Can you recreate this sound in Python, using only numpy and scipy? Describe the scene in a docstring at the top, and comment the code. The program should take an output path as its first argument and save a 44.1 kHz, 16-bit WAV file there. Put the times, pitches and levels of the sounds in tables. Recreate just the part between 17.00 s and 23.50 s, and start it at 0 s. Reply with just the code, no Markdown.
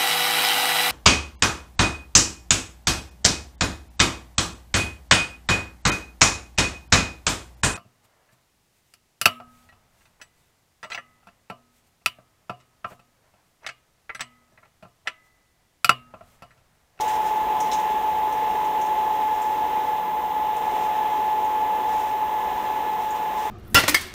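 """The 18-blade cooling fan of an electric train at a snowy platform sings a fluttering whine.
Blade passing gives sine tones; air rushing through ducts and louvres is noise with resonances.
Snow crunches softly close by, made of filtered bursts of unequal grains.
Other machines hum faintly, and the camera adds a thin, high whistle of its own."""
import sys
import numpy as np
from scipy import signal
from scipy.fft import rfft, irfft
from scipy.io import wavfile

SR = 44100
rng = np.random.default_rng(int(sys.argv[2]) if len(sys.argv) > 2 else 0)


def master_out(mix):
    """Clip the mix to full scale and print it as 16-bit PCM to the path in sys.argv[1]."""
    frames = np.transpose(np.atleast_2d(mix))
    ceiling = np.clip(frames, -1, 1)
    pcm = np.round(ceiling * 32767).astype(np.int16)
    wavfile.write(sys.argv[1], SR, pcm)


N = 286650
T = np.arange(N) / SR  # time [s]
BINS = np.maximum(np.arange(N // 2 + 1) * SR / N, 1)  # frequency [Hz], kept above zero


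def undb(db):
    """Amplitude ratio: 20 dB make a factor of ten."""
    return 10 ** (np.asarray(db) / 20)


def curve(rows):
    """Linear interpolation: rows of (time [s], value) joined by straight lines."""
    return np.interp(T, *np.transpose(rows))


def colour(points):
    """Spectral envelope: gain from (frequency [Hz], level [dB]), straight over log frequency."""
    hz, db = np.transpose(points)
    return undb(np.interp(np.log(BINS), np.log(hz), db))


def resonance(hz, width):
    """Resonance: a steep-sided gain that is 1 at its centre."""
    detuning = (BINS ** 2 - hz ** 2) / (BINS * width * np.sqrt(2))
    return 1 / (1 + detuning ** 2)


def shape(x, gain):
    """Linear filtering: each frequency is multiplied by its gain."""
    return irfft(rfft(x) * gain, N)


def unit(x):
    """Normalization: scale to a standard deviation of 1."""
    return x / np.std(x)


def turbulence(gain):
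    """Turbulent noise: random pressure whose amplitude density per root Hz follows the gain."""
    return shape(rng.standard_normal(N), gain) * np.sqrt(SR / 2)


def walk(hz):
    """Slow random modulation: low-passed noise of spread 1, mostly below the given rate."""
    return unit(turbulence(1 / (1 + (BINS / hz) ** 4)))


def fan(shaft_flutter=0.43, octave_flutter=0.32):
    """Blade-passing tone: blades sing past the housing; an uneven rotor adds shaft-rate multiples."""
    blades = 18
    # Blade-passing rate: (time [s], frequency [Hz])
    blade_rate = [(0, 862.2), (2.3, 861.7), (3.2, 859.0), (3.9, 858.9), (5.1, 862.0), (6.5, 860.0)]
    # Strength of the whine as the air carries it over: (time [s], mean rms level [dB])
    whine_level = [(0, -23.5), (1.5, -23.5), (2.3, -22.5), (3.2, -26), (4.15, -23), (4.65, -22.5),
                   (5.5, -26), (6.5, -26)]
    # Tones of the slightly uneven rotor: (multiple of the shaft rate, mean rms level [dB])
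    shaft_tones = [(4, -58), (6, -57.5), (11, -60.5), (17, -51), (19, -52), (20, -54.5), (21, -48.5),
                   (22, -51.5), (54, -69.5)]

    angle = 2 * np.pi * np.cumsum(curve(blade_rate)) / SR
    # uneven inflow shakes the strength of the whine while its pitch stays true
    flutter = 0.115 * walk(26)
    throb = 0.055 * np.sin(2 * np.pi * 16.7 * T)
    out = undb(curve(whine_level)) * (1 + flutter + throb) * np.sin(angle)

    # the second harmonic flutters about a steady level, but for one 6 dB swell
    swell = np.exp(-((T - 5.7) / 0.74) ** 2)
    octave_level = undb(-55 + 6 * swell)
    out += octave_level * (1 + octave_flutter * walk(7.8)) * np.sin(2 * angle)

    for multiple, db in shaft_tones:
        strength = undb(db) * (1 + shaft_flutter * walk(3.4))
        phase = rng.uniform(0, 2 * np.pi)
        out += strength * np.sin(angle * multiple / blades + phase)
    return np.sqrt(2) * out  # sine amplitude from rms


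def air(swell_db=0.78, flicker_db=1.0):
    """Resonant flow noise: rushing cooling air rings the ducts, each resonance flickering alone."""
    # Broad rush of the cooling air: (frequency [Hz], mean density [dB per Hz])
    rush = [(12, -90), (42, -71.5), (65, -72), (115, -75.5), (300, -69.5), (560, -66), (1080, -68.5),
            (1480, -77.5), (2330, -79), (2700, -76), (3550, -79), (5000, -90), (6800, -90.5), (12000, -100),
            (15500, -101)]
    # Duct and louvre resonances: (frequency [Hz], width [Hz], mean density at the centre [dB per Hz])
    ducts = [(388, 45, -65.5), (449, 68, -65), (731, 39, -58.5), (791, 82, -58), (872.6, 42, -55),
             (936, 57, -56.5), (994, 97, -61), (1240, 89, -77), (1721, 135, -70.5), (2046, 200, -73.5),
             (2490, 200, -80.5)]

    out = turbulence(colour(rush))
    for hz, width, db in ducts:
        ringing = turbulence(undb(db) * resonance(hz, width))
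        out += ringing * undb(flicker_db * walk(5.5))
    return out * undb(swell_db * walk(1.35))


def snow(rise_s=0.002, ring_width=800, tail_db=-17, tail_t60=0.76, uneven_db=2.0):
    """Granular fracture: soles scuff and crush snow; a slower decay is the platform roof's tail."""
    # Crunches in the snow: (time [s], level relative to the other crunches and scuffs [dB],
    # brightest frequency [Hz], lowest frequency [Hz], emphasis of the brightest band [dB])
    crunches = [(.006, -33, 6200, 2960, -7), (.078, -36.5, 7400, 2000, 1), (.264, -48, 6600, 4800, -4),
                (.602, -33.5, 6050, 4700, 1), (.714, -35.5, 5670, 2500, 8), (0.715, -37, 3700, 3400, 24),
                (0.731, -33, 6500, 2470, 8), (1.323, -47, 5500, 4900, -2), (1.645, -50, 6400, 5600, 1),
                (1.812, -44, 6400, 5200, 7), (1.859, -50, 6000, 5000, -6), (2.417, -45.5, 7200, 4800, 4),
                (3.564, -48, 9200, 5200, 2), (4.445, -52, 6800, 6000, 8), (6.105, -46, 7000, 6200, 12)]
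    # Colour of the crushed grains: (frequency [Hz], relative level [dB])
    grain_spectrum = [(500, -2), (1800, 6.5), (3800, 0.5), (5200, -1), (6600, -1), (8000, -4), (11000, -13),
                      (15500, -11)]
    # a firm step breaks the crust at once, a light one crumbles for longer
    light_db, light_t60_s, firm_db, firm_t60_s = -47, 0.15, -28, 0.087

    grain_colour = colour(grain_spectrum)
    rubbing = unit(shape(grains(scatter_db=1.7), grain_colour))
    out = rubbing * scuffing() * undb(uneven_db * walk(23))
    for start, db, hz, lowest_hz, ring_db in crunches:
        t60 = np.interp(db, [light_db, firm_db], [light_t60_s, firm_t60_s])
        age = np.maximum(T - start, 0)
        rise = np.minimum(age / rise_s, 1)
        # a fall by a factor of 1000 is 60 dB
        direct = np.exp(-np.log(1000) * age / t60)
        tail = undb(tail_db) * np.exp(-np.log(1000) * age / tail_t60)
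        # fine grains lack the lower tones
        fineness = 1 / (1 + (lowest_hz / BINS) ** 16)
        ring = 1 + undb(ring_db) * resonance(hz, ring_width)
        crack = shape(grains(scatter_db=2.5), grain_colour * fineness * ring)
        out += undb(db) * rise * (direct + tail) * unit(crack)
    return out


def grains(scatter_db=3.0):
    """Granular noise: dense cracks, 12 samples each, of very unequal size."""
    size = np.repeat(rng.exponential(size=N), 12)[:N]
    return rng.standard_normal(N) * undb(scatter_db * np.minimum(size, 5))


def scuffing():
    """Energy addition: single scuffs and a soft shuffle sum as squared strengths."""
    # Soles scuffing over snow: (start [s], length [s], level relative to the crunches and scuffs [dB])
    scuffs = [(0, 0.14, -41), (0.147, 0.15, -47), (0.577, 0.23, -46), (2.05, 0.49, -51),
              (3.534, 0.32, -48.5), (4.8, 0.26, -49), (5.7, 0.52, -54), (6.3, 0.16, -44)]
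    # feet shift softly all the while, but for one pause in which the shuffle sinks by 13 dB
    shuffle = undb(-55.5 - 13 * stroke(start=2.9, length=1))
    power = shuffle ** 2
    for start, length, db in scuffs:
        power += (undb(db) * stroke(start, length)) ** 2
    return np.sqrt(power)


def stroke(start, length, swell=0.68, release_s=0.072):
    """Amplitude envelope: a swell over a share of the length, a hold and a quick release."""
    attack = np.clip((T - start) / (swell * length), 0, 1)
    release = np.clip(1 - (T - start - length) / release_s, 0, 1)
    return attack * release


def machines(waver=0.64):
    """Tonal hum: other motors on the train give faint sines of wavering strength."""
    # Hum of the auxiliary machines: (frequency [Hz], mean rms level [dB])
    hum = [(66, -63.5), (486.6, -52), (1262, -68)]
    out = np.zeros(N)
    for hz, db in hum:
        out += undb(db) * (1 + waver * walk(2.2)) * np.sin(2 * np.pi * hz * T)
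    return np.sqrt(2) * out


def camera(whistle_db=-48.0, dip=0.52, duty=0.17):
    """Amplitude modulation: the camera's supply whistles, dipping at each sensor read-out."""
    whistle_hz, readout_hz = 14947, 56.9
    reading = (T * readout_hz) % 1 < duty
    level = undb(whistle_db) * (1 - dip * reading)  # rms
    return np.sqrt(2) * level * np.sin(2 * np.pi * whistle_hz * T)


def scene():
    """Superposition: the pressures of the train ahead and the snow close by add up."""
    train = fan() + air() + machines()
    return (train + undb(1.5) * snow())[None]


def record(dry):
    """Port resonance and band limit: the microphone port colours, the camera whistles, the top is cut."""
    # Dips and a peak of the microphone port: (frequency [Hz], width [Hz], gain [dB])
    port = [(4510, 580, -8), (7900, 640, -3), (10620, 530, 5)]
    port_db = sum(db / (1 + (2 * (BINS - hz) / width) ** 2) for hz, width, db in port)
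    heard = shape(dry, undb(port_db)) + camera()
    # steep low-pass at 15720 Hz: 0.1 dB ripple, 80 dB rejection
    low_pass = signal.ellip(12, 0.1, 80, 15720, fs=SR, output="sos")
    return signal.sosfilt(low_pass, heard)


dry = scene()
out = record(dry)
master_out(out)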